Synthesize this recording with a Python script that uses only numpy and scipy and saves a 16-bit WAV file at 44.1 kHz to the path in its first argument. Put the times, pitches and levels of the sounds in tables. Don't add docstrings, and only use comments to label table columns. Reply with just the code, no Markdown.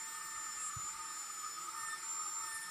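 import sys
import numpy as np
from scipy import signal
from scipy.io import wavfile
from scipy.ndimage import uniform_filter1d

SR = 44100
rng = np.random.default_rng(int(sys.argv[2]) if len(sys.argv) > 2 else 0)


def amplitude_ratio(level_db):
    exponent = np.asarray(level_db, float) / 20
    return 10 ** exponent


def log_audio(samples):
    frames = np.atleast_2d(samples).T
    limited = np.clip(frames, -1, 1)
    pcm = np.round(limited * 32767).astype(np.int16)
    wavfile.write(sys.argv[1], SR, pcm)


N = 119070
TIME = np.arange(N) / SR

# (frequency [Hz], density [dB per Hz])
AIR_COLOUR = [(15, -53), (25, -42), (331, -20.5), (742, -20.5), (1240, -12.5), (1620, -13.5), (6560, -16),
              (8140, -11), (15500, -28.5)]
AIR_DB = -55
# (time [s], level [dB])
AIR_FLOW = [(0.0, -61), (0.12, -57), (0.35, -53.5), (0.55, -56), (0.66, -50.5), (0.8, -53), (0.93, -55),
            (1.0, -52.5), (1.2, -53.5), (1.27, -61), (1.42, -51), (1.55, -59), (1.72, -48.5), (1.97, -59.5),
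            (2.15, -52), (2.36, -55), (2.45, -50.5), (2.62, -64), (2.7, -48.5)]
GUST_DB, WANDER = 1.0, 0.012
# (frequency [Hz], width [Hz], level [dB])
HOUSING_HOLLOWS = [(1254, 76, 1), (1207, 40, -9.5), (1336.3, 30, -5.5), (1151, 19, -10.5)]
# (frequency [Hz], width [Hz], level [dB])
STEADY_HOLLOWS = [(841.4, 78, -73), (336.6, 55, -74.5), (173.2, 28, -78), (252.6, 36, -82),
                  (461.6, 13, -83), (1444, 390, -62.5), (2067, 180, -68.5), (924.5, 27, -75),
                  (2203, 680, -65), (5315, 820, -61.5), (8230, 1040, -61), (4280, 400, -68),
                  (10730, 1900, -66.5), (110, 160, -81)]
# (time [s], peak level [dB], frequency [Hz], width [s])
AIR_SURGES = [(0.151, -43.5, 1239, 0.01), (0.18, -43.5, 1262, 0.015), (0.385, -44, 1268, 0.006),
              (0.469, -42, 1288, 0.0087), (0.495, -43, 1236, 0.018), (0.578, -44.5, 1277, 0.0069),
              (0.649, -41.5, 1247, 0.012), (0.698, -42.5, 1242, 0.0053), (0.705, -41, 1250, 0.006),
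              (0.758, -42, 1262, 0.012), (0.777, -43, 1245, 0.0034), (0.791, -41.5, 1260, 0.0095),
              (0.854, -45.5, 1215, 0.0081), (0.89, -38.5, 1260, 0.0036), (1.01, -42.5, 1234, 0.029),
              (1.053, -42.5, 1240, 0.005), (1.174, -45.5, 1253, 0.028), (1.303, -39.5, 1247, 0.0073),
              (1.379, -44, 1280, 0.012), (1.447, -38.5, 1235, 0.016), (1.465, -37.5, 1268, 0.007),
              (1.476, -41.0, 1251, 0.007), (1.487, -44, 1275, 0.006), (1.585, -40.5, 1256, 0.018),
              (1.69, -37.5, 1261, 0.013), (1.706, -46, 1288, 0.0067), (1.738, -44, 1268, 0.0055),
              (1.765, -41.5, 1258, 0.014), (1.781, -39, 1236, 0.0086), (1.797, -42.0, 1268, 0.0067),
              (1.837, -38, 1238, 0.01), (1.849, -40, 1253, 0.0035), (1.875, -43.5, 1295, 0.0043),
              (1.887, -38.5, 1308, 0.005), (1.933, -40.5, 1254, 0.01), (1.944, -39.5, 1250, 0.013),
              (2.033, -42.5, 1291, 0.0057), (2.116, -44.5, 1272, 0.007), (2.165, -44.5, 1269, 0.0092),
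              (2.223, -42, 1279, 0.007), (2.263, -38.5, 1226, 0.01), (2.294, -43.0, 1225, 0.007),
              (2.324, -45, 1253, 0.017), (2.423, -43, 1295, 0.012), (2.437, -42, 1320, 0.0068),
              (2.557, -45, 1244, 0.0064), (2.567, -41, 1255, 0.005), (2.687, -43.5, 1254, 0.015)]
SURGE_STRETCH, SURGE_DUCK = 0.61, 0.98

# (time [s], peak level [dB], pitch [Hz], length [s])
DOOR_BUMPS = [
    (0.761, -39, 110, 0.032),
    (0.788, -54, 117, 0.0263),
    (.65, -68, 100, 0.049),
    (1.805, -65, 118, .07),
    (2.526, -64, 98, 0.057),
    (2.58, -66, 149, .05),
]
# (time [s], length [s], level [dB])
HAND_SHUFFLES = [
    (.33, .09, -71),
    (.79, .09, -68),
    (.885, .14, -68),
    (.56, .04, -73),
    (2.42, .06, -73),
]
# (time [s], length [s], frequency [Hz], level [dB])
WOOD_RINGS = [(.57, .08, 2640, -59), (1.11, .05, 1550, -60), (1.3, .1, 8810, -57), (2.24, .07, 825, -60),
              (.53, .06, 830, -63), (1.33, .06, 825, -65), (1.52, .08, 3510, -63), (1.9, .07, 3590, -57),
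              (1.61, .07, 835, -66), (.39, .05, 335, -65), (.78, .04, 325, -66), (1.73, .07, 325, -65),
              (1.54, .07, 325, -67), (2.26, .04, 330, -66)]

# (time [s], flute passes [Hz])
SPINDLE_SPEED = [(0.0, 897.7), (0.16, 899.2), (0.51, 894.2), (0.6, 886.8), (0.63, 881.2), (0.75, 878.9),
                 (0.95, 896.9), (1.07, 898.5), (1.22, 887.5), (1.46, 876.2), (1.54, 877.3), (1.76, 905.7),
                 (1.97, 894.3), (2.1, 905.1), (2.4, 906.4), (2.42, 905.8), (2.53, 897.0), (2.7, 897.0)]
WOBBLE = 0.0009
# (time [s], whine level [dB], overtone level [dB])
FAN_WHINE = [(0.0, -45, -78), (0.09, -52, -62), (0.24, -51, -65.0), (0.43, -45.5, -72),
             (0.73, -50.5, -71.0), (0.89, -44, -74), (0.96, -51.5, -88), (1.23, -45, -66.0),
             (1.24, -48, -72), (1.53, -49, -69), (1.59, -50, -72.0), (1.88, -49, -70.0), (1.94, -53, -76),
             (2.09, -43.5, -70), (2.36, -42, -76), (2.49, -50, -61), (2.63, -53.5, -96), (2.7, -48, -65.0)]
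# (time [s], width [s], depth [dB])
WHINE_NULLS = [(.95, .012, -4), (1.37, .01, -5), (1.578, .009, -11), (1.68, .01, -16), (1.728, .008, -9),
               (1.77, .01, -5), (1.91, .01, -9), (1.962, .014, -18), (2.25, .015, -4), (2.31, .015, -4),
               (2.685, .012, -13)]
# (time [s], level [dB])
CUTTER_HUM = [(0, -58), (.26, -55), (.55, -56), (.62, -60), (.73, -57), (.78, -78), (.88, -72), (1.04, -61),
              (1.15, -56), (1.2, -72), (1.27, -60), (1.4, -65), (1.55, -60), (1.6, -78), (1.74, -74),
              (1.775, -54), (1.92, -45), (1.98, -55), (2.06, -68), (2.12, -78), (2.2, -65), (2.25, -74),
              (2.32, -63), (2.36, -78), (2.42, -60), (2.53, -47), (2.7, -53)]
# (time [s], flute tone [dB], 9th multiple [dB], collet ring [dB])
BASE_PLATE = [(0.0, -59, -59, -66), (0.17, -62.5, -53.5, -67), (0.49, -61.5, -66, -71),
              (0.53, -64.5, -57, -53), (0.59, -77, -70, -70), (0.82, -77, -65, -70), (0.88, -61, -59, -77),
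              (1.04, -58, -60, -61), (1.4, -90, -62, -61), (1.55, -86, -69, -55), (1.63, -78, -58, -67),
              (1.73, -58.5, -60.5, -63), (1.92, -63, -51, -61.5), (2.0, -70, -72, -57),
              (2.07, -57, -58, -67), (2.21, -62, -60.0, -58), (2.28, -66, -59, -58.5),
              (2.34, -61, -66, -64), (2.43, -57.0, -54, -57.5), (2.63, -66, -62, -58), (2.7, -62, -61, -55)]
# (time [s], level [dB])
EDGE_CHATTER = [(0, -71), (.45, -69), (.6, -77), (.95, -77), (1.05, -68), (1.22, -65), (1.45, -72),
                (1.73, -72), (1.77, -60), (1.9, -56), (1.96, -60), (2.03, -68), (2.15, -71), (2.28, -63),
                (2.41, -70), (2.46, -57), (2.56, -54), (2.7, -61)]
# (multiple of the flute rate, level over the chatter [dB])
CHATTER_TONES = [(4, -15), (10, 0), (11, -9), (12, -5), (13, -13), (14, -15), (15, -19), (17, -18)]
SEVENTH_DB = -73
FADING, CHATTER_FADING, SKIRT = 0.13, 0.48, 0.1

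# (time [s], length [s])
BIT_SQUEAL = (.553, .157)
SQUEAL_HZ, SQUEAL_DB, SQUEAL_WAVER_HZ = 7600, -48, 22
# (distance [flute rates], level [dB])
SQUEAL_SIDE_TONES = [(0, 4.5), (2, -3), (4, -27)]


def evened(x):
    return x / np.sqrt(np.mean(x ** 2) + 1e-20)


def curve(table, axis):
    rows = np.array(table)
    line = np.interp(TIME, rows[:, 0], rows[:, axis])
    return uniform_filter1d(line, size=800)


def drift(width):
    length = max(int(SR / 16 / width), 2)
    steps = N // 16 + 2
    slow = uniform_filter1d(rng.standard_normal(steps), length)
    slow = evened(uniform_filter1d(slow, length))
    return np.interp(np.arange(N) / 16, np.arange(steps), slow)


def resonate(x, hz, width):
    turn = np.exp(2j * np.pi * np.cumsum(hz * np.ones(N)) / SR)
    r = np.exp(-np.pi * width / SR)
    smooth = signal.lfilter([1], np.convolve([1, -r], [1, -r]), x / turn)
    return (turn * smooth).real


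def ringing_noise(hz, width):
    return evened(resonate(rng.standard_normal(N), hz, width))


def add(mix, s, sound):
    part = mix[round(s * SR):][:len(sound)]
    part += sound[:len(part)]


def tone(phase, db, fading):
    slow = fading * (drift(37.5) + 1j * drift(53))
    fast = SKIRT * (drift(190) + 1j * drift(140))
    start = 2 * np.pi * rng.random()
    return (amplitude_ratio(db) * (1 + slow + fast) * np.exp(1j * (phase + start))).real


def air_noise():
    frames, hz = N // 256 + 5, np.fft.rfftfreq(1024, 1 / SR)
    real, imaginary, patches = rng.standard_normal((frames, 513, 3)).T
    patches = uniform_filter1d(patches, size=14, axis=0)
    patches = evened(uniform_filter1d(patches, size=12, axis=1))
    f, db = np.transpose(AIR_COLOUR)
    colour_db = np.interp(np.log(hz + 1), np.log(f), db)[:, None]
    spectrum = (real + 1j * imaginary) * amplitude_ratio(colour_db + 1.6 * patches)
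    noise = signal.istft(spectrum, nperseg=1024, noverlap=768)[1][:N]
    return amplitude_ratio(AIR_DB) * evened(noise)


def surges():
    s, db, hz, width = np.transpose(AIR_SURGES)[:, :, None]
    swell = np.exp(-((TIME - s) / (SURGE_STRETCH * width)) ** 2)
    start = 2 * np.pi * rng.random((len(AIR_SURGES), 1))
    rings = (amplitude_ratio(db) * swell * np.sin(2 * np.pi * hz * TIME + start)).sum(0)
    return rings, 1 - SURGE_DUCK * swell.max(0)


def roar():
    rings, duck = surges()
    out = air_noise() + rings
    gust = duck * amplitude_ratio(curve(AIR_FLOW, axis=1) + GUST_DB * drift(27))
    wander = 1 + WANDER * drift(5.5)
    for hz, width, db in HOUSING_HOLLOWS:
        level = amplitude_ratio(db + 0.41 * drift(27))
        out += gust * level * ringing_noise(hz * wander, width)
    for hz, width, db in STEADY_HOLLOWS:
        level = amplitude_ratio(db + min(1.8, 900 / hz) * drift(11))
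        out += level * ringing_noise(hz, width)
    return out


def knocks():
    out = np.zeros(N)
    for s, db, hz, length in DOOR_BUMPS:
        t = np.arange(0, length, 1 / SR)
        swell = np.sin(np.pi * (t / length) ** 0.64) ** 4.9
        add(out, s, -amplitude_ratio(db) * swell * np.cos(2 * np.pi * hz * (t - length / 2)))
    for s, length, db in HAND_SHUFFLES:
        rub = resonate(rng.standard_normal(N), 67, 81)[4000:]
        rub = evened(rub[:round(length * SR)])
        add(out, s, amplitude_ratio(db) * np.hanning(len(rub)) ** 0.5 * rub)
    for s, length, hz, db in WOOD_RINGS:
        t = np.arange(0, length, 1 / SR)
        add(out, s, amplitude_ratio(db) * np.sin(np.pi * t / length) * np.sin(2 * np.pi * hz * t))
    return out


def squeal(turns):
    start, length = BIT_SQUEAL
    u = np.clip((TIME - start) / length, 0, 1)
    hz = SQUEAL_HZ * (1 - 0.004 * (u - 0.5)) + SQUEAL_WAVER_HZ * drift(140)
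    phase = 2 * np.pi * np.cumsum(hz) / SR
    cry = sum(tone(phase + round(k) * turns, SQUEAL_DB + db, FADING) for k, db in SQUEAL_SIDE_TONES)
    fades = np.clip(np.minimum(u / 0.06, (1 - u) / 0.1), 0, 1)
    return cry * fades * amplitude_ratio(-40 * (u - 0.62) ** 2)


def motor():
    flute_hz = curve(SPINDLE_SPEED, axis=1) * (1 + WOBBLE * drift(41))
    turns = 2 * np.pi * np.cumsum(flute_hz) / SR
    null_db = sum(db * np.exp(-((TIME - s) / width) ** 2) for s, width, db in WHINE_NULLS)
    out = tone(turns, curve(BASE_PLATE, axis=1), FADING)
    out += tone(2 * turns, curve(CUTTER_HUM, axis=1), FADING)
    out += tone(8 * turns, curve(FAN_WHINE, axis=1) + null_db, FADING)
    out += tone(9 * turns, curve(BASE_PLATE, axis=2), FADING)
    out += tone(6 * turns, curve(BASE_PLATE, axis=3), FADING)
    out += tone(7 * turns, SEVENTH_DB, CHATTER_FADING)
    out += tone(16 * turns, curve(FAN_WHINE, axis=2), CHATTER_FADING)
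    chatter_db = curve(EDGE_CHATTER, axis=1)
    for k, db in CHATTER_TONES:
        out += tone(round(k) * turns, db + chatter_db, CHATTER_FADING)
    return np.sqrt(2) * (out + squeal(turns))


def scene():
    return np.tile(roar() + knocks() + motor(), (2, 1))


def band_limit(x):
    return signal.sosfilt(signal.butter(12, 15680, fs=SR, output="sos"), x)


def record(dry):
    low_pass = signal.firwin(1201, 15480, window=("kaiser", 8), fs=SR)
    mix = signal.oaconvolve(dry, low_pass[None], "same")
    return band_limit(mix)


dry = scene()
out = record(dry)
log_audio(out)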